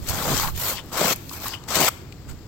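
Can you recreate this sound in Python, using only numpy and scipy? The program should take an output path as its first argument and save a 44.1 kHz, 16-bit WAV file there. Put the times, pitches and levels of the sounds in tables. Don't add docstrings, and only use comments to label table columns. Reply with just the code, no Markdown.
import sys
import numpy as np
from scipy import signal
from scipy.fft import rfft, irfft, next_fast_len
from scipy.io import wavfile
from scipy.ndimage import uniform_filter1d, map_coordinates

SR = 44100
rng = np.random.default_rng(int(sys.argv[2]) if len(sys.argv) > 2 else 0)


def persist_wave(psi):
    counts = np.round(np.clip(psi, -1, 1) * 32767).astype(np.int16)
    wavfile.write(sys.argv[1], SR, np.atleast_2d(counts).T)


N = 109015

# t/s, grit rasp/dB, sole judder/dB, tread chatter/dB, top-treble fizz/dB
SCUFFS = [
    [(0, -54, -52, -55, -58), (.05, -46.5, -49, -54, -48), (.082, -35.5, -42, -45, -39),
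     (.09, -29.5, -37, -42, -32.5), (.12, -33, -40, -35, -37), (.22, -33.5, -29.5, -31, -35),
     (.32, -28, -24, -29, -30.5), (.378, -27.5, -42, -34.5, -34), (.42, -28.5, -44, -29.5, -29.5),
     (.487, -40, -37.5, -31, -35), (.508, -47, -65, -51, -42), (.53, -61, -62, -69, -47)],
    [(.912, -51, -52, -51, -55), (.932, -34, -35, -38, -39.5), (.965, -31.5, -35, -32, -37),
     (1.005, -26.5, -23, -25, -30), (1.05, -25, -23, -24.5, -28), (1.12, -25, -24.5, -30, -28),
     (1.135, -27.5, -35.5, -39, -28), (1.147, -54, -52, -59, -53), (1.19, -55, -56, -60, -50)],
    [(1.672, -58, -51, -48, -61), (1.685, -36, -40.5, -38.5, -40), (1.738, -28, -34, -28, -40),
     (1.756, -21.5, -31, -26.5, -24), (1.775, -26.5, -26.5, -28, -32), (1.812, -23.5, -17.5, -23.5, -25.5),
     (1.85, -23, -23, -34, -26.5), (1.875, -23.5, -36, -30, -29), (1.887, -20.5, -31, -20, -25),
     (1.895, -44, -42, -37, -46)],
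]
SLIDES = [
    [(.54, -48, -67, -64, -54), (.565, -40.5, -53, -54, -37.5), (.608, -32.5, -41, -39.5, -30),
     (.705, -30.5, -37, -31.5, -27), (.742, -37, -38, -36.5, -35), (.76, -40.5, -49, -43, -43),
     (.797, -44, -52, -42, -56), (.825, -60, -57, -54, -62)],
    [(1.2, -55, -65, -60, -52), (1.25, -54, -69, -68, -51), (1.29, -51, -58, -65, -47),
     (1.33, -42, -61, -45, -38), (1.4, -46, -47.5, -49, -45), (1.465, -33.5, -41, -34, -34),
     (1.505, -40, -48.5, -44, -43), (1.55, -45, -47.5, -39, -49), (1.59, -60, -62, -53.5, -77)],
]
RASP_TRIM_DB, JUDDER_TRIM_DB, CHATTER_TRIM_DB, FIZZ_TRIM_DB = 2.5, -1, -1, 2
# f/Hz, level/dB
RASP_SPECTRUM = [(300, -16), (1200, -10), (2100, -1), (3000, -2), (4400, -0.5), (6200, -2.5), (7800, -0.5),
                 (9500, -15), (11500, -13.5), (16000, -14)]
# f/Hz, level/dB
FIZZ_SPECTRUM = [(3000, -39), (8500, -10), (10200, -8), (12000, -3.5), (13600, 5.5), (15000, 0.5),
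                 (16000, -4)]
# f/Hz, width/Hz, level/dB
SOLE_MODES = [(176, 88, -7.5), (383, 102, -2), (460, 130, 0), (659, 205, -2.5)]
# f/Hz, width/Hz, level/dB
TREAD_MODES = [(802, 150, -3), (1064, 255, 1), (1440, 530, -4.5)]
# t/s, level/dB at onset, band centre f/Hz
STONES = [(0.088, -21.5, 8000), (0.096, -18, 11000), (.255, -38, 6000), (0.368, -19, 5500),
          (.377, -18, 6000), (0.398, -16.5, 5000), (.408, -28, 4500), (.475, -23, 2600), (.86, -42, 14000),
          (0.975, -20.5, 11100), (1.16, -26.5, 13000), (1.294, -27.5, 4440), (1.332, -36, 6100),
          (1.482, -22, 12300), (1.638, -37, 3470), (1.682, -41, 5960), (1.706, -25, 7500),
          (1.732, -27, 7000), (1.755, -23, 11100), (1.756, -16, 4450), (1.83, -17, 5500),
          (1.886, -13, 12000), (2.124, -35.5, 2440)]
STONE_T60_S, STONE_HALF_WIDTH_OCTAVES = 0.02, 0.85
# t/s, level/dB, pitch f/Hz
SNAPS = [(0.398, -11, 1110), (0.474, -21, 1110), (0.786, -22, 1940), (1.044, -7, 800), (1.313, -23, 1080),
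         (1.538, -22, 2050)]
SNAP_T60_S, SNAP_ATTACK_S, SNAP_TRIM_DB = 0.0093, 0.00056, 2.5
# t/s, half length/s, level/dB
SHUDDERS = [(.23, 0.092, -36), (0.327, 0.031, -25), (1.01, .035, -32.5)]
# f/Hz, width/Hz, level/dB
FOAM_MODES = [(142, 47, 6.5), (325, 250, -5)]
# t/s, half length/s, level/dB, pitch f/Hz
CHIRRS = [(0.77, 0.015, -34.5, 4400), (0.781, 0.026, -33.5, 3120), (1.52, .03, -36.5, 4900),
          (1.547, 0.026, -36.5, 3000)]
CHIRR_WIDTH_PER_PITCH = 0.27
SETTLE_S, SETTLE_RISE_20DB_S, SETTLE_T60_S, SETTLE_DB = 2.295, 0.02, 0.14, -41.5
# f/Hz, t60/s
ECHO_T60 = [(200, 0.66), (2000, 0.72), (7000, 0.45), (14000, 0.43)]
ECHO_DB = -20
# f/Hz, level/dB
STREET_SPECTRUM = [(20, -23), (50, -7), (90, -3), (140, -6), (200, -13), (330, -12.5), (600, -26),
                   (1200, -30), (2500, -35), (4000, -35), (4900, -31.5), (6200, -41), (7500, -32.5),
                   (9500, -56), (14000, -39.5)]
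STREET_DB = -40.5
# t/s, level/dB
WIND_LEVEL = [(0, -29), (.07, -42), (.095, -27.5), (.2, -40.5), (.32, -34.5), (.45, -29), (.56, -33.5),
              (.62, -46.5), (2.2, -62), (2.31, -35), (2.47, -64)]
# f/Hz, level/dB
WIND_SPECTRUM = [(15, -7), (45, -6.5), (90, -3.5), (160, -14), (300, -33), (1000, -52)]
WIND_SIDE_DB = 4.5
# f/Hz, correlation
LIKENESS = [(40, 1), (75, 0.82), (125, 0.9), (600, 0.88), (1300, 0.73), (3000, 0.081), (6500, 0.048)]
# f/Hz, left over right/dB
PORT_BALANCE = [(60, -1), (140, -0.5), (300, 2), (550, 1.5), (800, 2.5), (1200, 0.5), (1800, 7),
                (2750, 12.5), (4200, 17.5), (6400, 23), (8000, 25.5), (9800, 2.5), (11500, 1), (13500, -11),
                (16000, 2)]
PORT_LAG_S, TOP_HZ = 4e-5, 15950


def dragging(catch_db=0.92, catch_rate_hz=190):
    rasp_gain, judder_gain, chatter_gain, fizz_gain = stroke_gains()
    rasp = unit(coloured(slips(rate_hz=6000, scatter_db=3.0, smooth=0.77), RASP_SPECTRUM))
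    fizz = unit(coloured(slips(rate_hz=4500, scatter_db=0.5, smooth=0.84), FIZZ_SPECTRUM))
    judder = unit(ringing(slips(rate_hz=900, scatter_db=3.5, smooth=0.44), SOLE_MODES))
    chatter = unit(ringing(slips(rate_hz=1200, scatter_db=0.5, smooth=0.44), TREAD_MODES))
    sound = amp(RASP_TRIM_DB) * rasp_gain * rasp
    sound += amp(FIZZ_TRIM_DB) * fizz_gain * fizz
    sound += amp(JUDDER_TRIM_DB) * judder_gain * judder
    sound += amp(CHATTER_TRIM_DB) * chatter_gain * chatter
    return sound * amp(catch_db * wobble(catch_rate_hz))


def stroke_gains():
    rows = sorted(list(row) for stroke in list(SCUFFS) + list(SLIDES) for row in stroke)
    t, *levels_db = np.transpose(rows)
    return [amp(np.interp(np.arange(N) / SR, t, db, right=-120)) for db in levels_db]


def slips(rate_hz, scatter_db, smooth):
    happens = rng.random(N) < rate_hz / SR
    sizes = happens * amp(scatter_db * rng.standard_normal(N))
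    impulses = unit(sizes * rng.standard_normal((2, N)))
    rubbing = smooth * rng.standard_normal((2, N))
    return patchy(spread(impulses + rubbing), depth_db=2.5)


def patchy(x, depth_db):
    z = signal.stft(x, nperseg=512)[2]
    field = rng.standard_normal(z.shape[1:])
    field = uniform_filter1d(uniform_filter1d(field, size=4, axis=0), size=5, axis=1)
    return signal.istft(z * amp(depth_db * unit(field)), nperseg=512)[1][:, :N]


def stones():
    out, t = np.zeros((2, N)), np.arange(2048) / SR
    hz = np.fft.rfftfreq(len(t), 1 / SR)
    colour = amp(along(RASP_SPECTRUM, hz)) + amp(-6 + along(FIZZ_SPECTRUM, hz))
    for s, db, centre_hz in STONES:
        octaves_off = np.log2((hz + 1) / centre_hz)
        band = 1 / (1 + (octaves_off / STONE_HALF_WIDTH_OCTAVES) ** 2)
        burst = irfft(rfft(rng.standard_normal((2, len(t)))) * colour * band)
        add(out, s, amp(db) * unit(burst) * amp(-60 * t / STONE_T60_S))
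    return out


def snaps():
    out, t = np.zeros(N), np.arange(2048) / SR
    for s, db, hz in SNAPS:
        decay = amp(db + SNAP_TRIM_DB - 60 * t / SNAP_T60_S)
        attack = 1 - np.exp(-t / SNAP_ATTACK_S)
        add(out, s, decay * attack * np.sin(2 * np.pi * hz * t))
    return out


def shudders():
    mono = slips(rate_hz=230, scatter_db=-2.0, smooth=0.77).mean(axis=0)
    shake = unit(ringing(mono, FOAM_MODES))
    return shake * sum(amp(db) * swell(s, half_s) for s, half_s, db in SHUDDERS)


def chirrs():
    rub = slips(rate_hz=1500, scatter_db=1.5, smooth=0.7)
    out = np.zeros((2, N))
    for s, half_s, db, hz in CHIRRS:
        band = [(hz, CHIRR_WIDTH_PER_PITCH * hz, 0)]
        tone = unit(ringing(ringing(rub, band), band))
        out += amp(db) * swell(s, half_s) * tone
    return out


def settling():
    t = np.arange(N) / SR - SETTLE_S
    rise_db = -20 * np.maximum(-t, 0) / SETTLE_RISE_20DB_S
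    fall_db = -60 * np.maximum(t, 0) / SETTLE_T60_S
    grit = slips(rate_hz=2200, scatter_db=1.0, smooth=0.7)
    brush = unit(coloured(grit, RASP_SPECTRUM)) + amp(-12) * unit(coloured(grit, FIZZ_SPECTRUM))
    pat = amp(-3) * unit(ringing(grit, TREAD_MODES))
    return amp(SETTLE_DB + rise_db + fall_db) * (brush + pat)


def echo(x):
    hz, t, z = signal.stft(rng.standard_normal((2, SR // 2)), SR, nperseg=256)
    decay = amp(-60 * t / along(ECHO_T60, hz)[:, None])
    tail = signal.istft(z * decay, SR, nperseg=256)[1]
    return signal.fftconvolve(x, tail / np.linalg.norm(tail[0]), axes=1)[:, :N]


def street():
    return amp(STREET_DB) * unit(coloured(spread(rng.standard_normal((2, N))), STREET_SPECTRUM))


def wind():
    level_db = np.interp(np.arange(N) / SR, *np.transpose(WIND_LEVEL))
    side_db = WIND_SIDE_DB * np.array([[-1], [1]])
    return amp(level_db + side_db) * unit(coloured(rng.standard_normal((2, N)), WIND_SPECTRUM))


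def amp(db):
    return 10 ** (np.asarray(db) / 20)


def unit(x):
    return x / np.sqrt(np.mean(x ** 2) + 1e-20)


def along(points, hz):
    f, v = np.transpose(points)
    return np.interp(np.log(hz + 1), np.log(f + 1), v)


def wobble(rate_hz):
    knots = rng.standard_normal(int(N * rate_hz / SR) + 4)
    return map_coordinates(knots, [np.arange(N) * rate_hz / SR])


def swell(s, half_s):
    return np.exp(-((np.arange(N) / SR - s) / half_s) ** 2)


def add(track, s, sound):
    part = track[..., round(s * SR):][..., :sound.shape[-1]]
    part += sound[..., :part.shape[-1]]


def filtered(x, response):
    m = next_fast_len(N + SR // 2)
    return irfft(rfft(x, m) * response(np.fft.rfftfreq(m, 1 / SR)), m)[..., :N]


def coloured(x, spectrum):
    return filtered(x, lambda hz: amp(along(spectrum, hz)))


def ringing(x, modes):
    def response(f):
        total = 0
        for k, (centre, width, db) in enumerate(modes):
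            damping = 1j * f * width
            total = total + (-1) ** k * amp(db) * damping / (centre * centre - f * f + damping)
        return total
    return filtered(x, response)


def spread(pair):
    def mid_side(hz):
        angle = np.arccos(np.clip(along(LIKENESS, hz), -1, 1)) / 2
        return np.array([np.cos(angle), np.sin(angle)])
    mid, side = filtered(pair, mid_side)
    return np.array([mid + side, mid - side])


def scene():
    shoes = dragging() + settling() + stones() + snaps() + chirrs() + shudders()
    return shoes + amp(ECHO_DB) * echo(shoes) + street() + wind()


def record(dry):
    def ports(hz):
        lean = amp(along(PORT_BALANCE, hz))
        lag = np.exp(-2j * np.pi * hz * PORT_LAG_S)
        equal_power = np.sqrt(2 / (1 + lean ** 2))
        return np.array([lean, lag]) * equal_power * (hz < TOP_HZ)
    return filtered(dry, ports)


dry = scene()
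out = record(dry)
persist_wave(out)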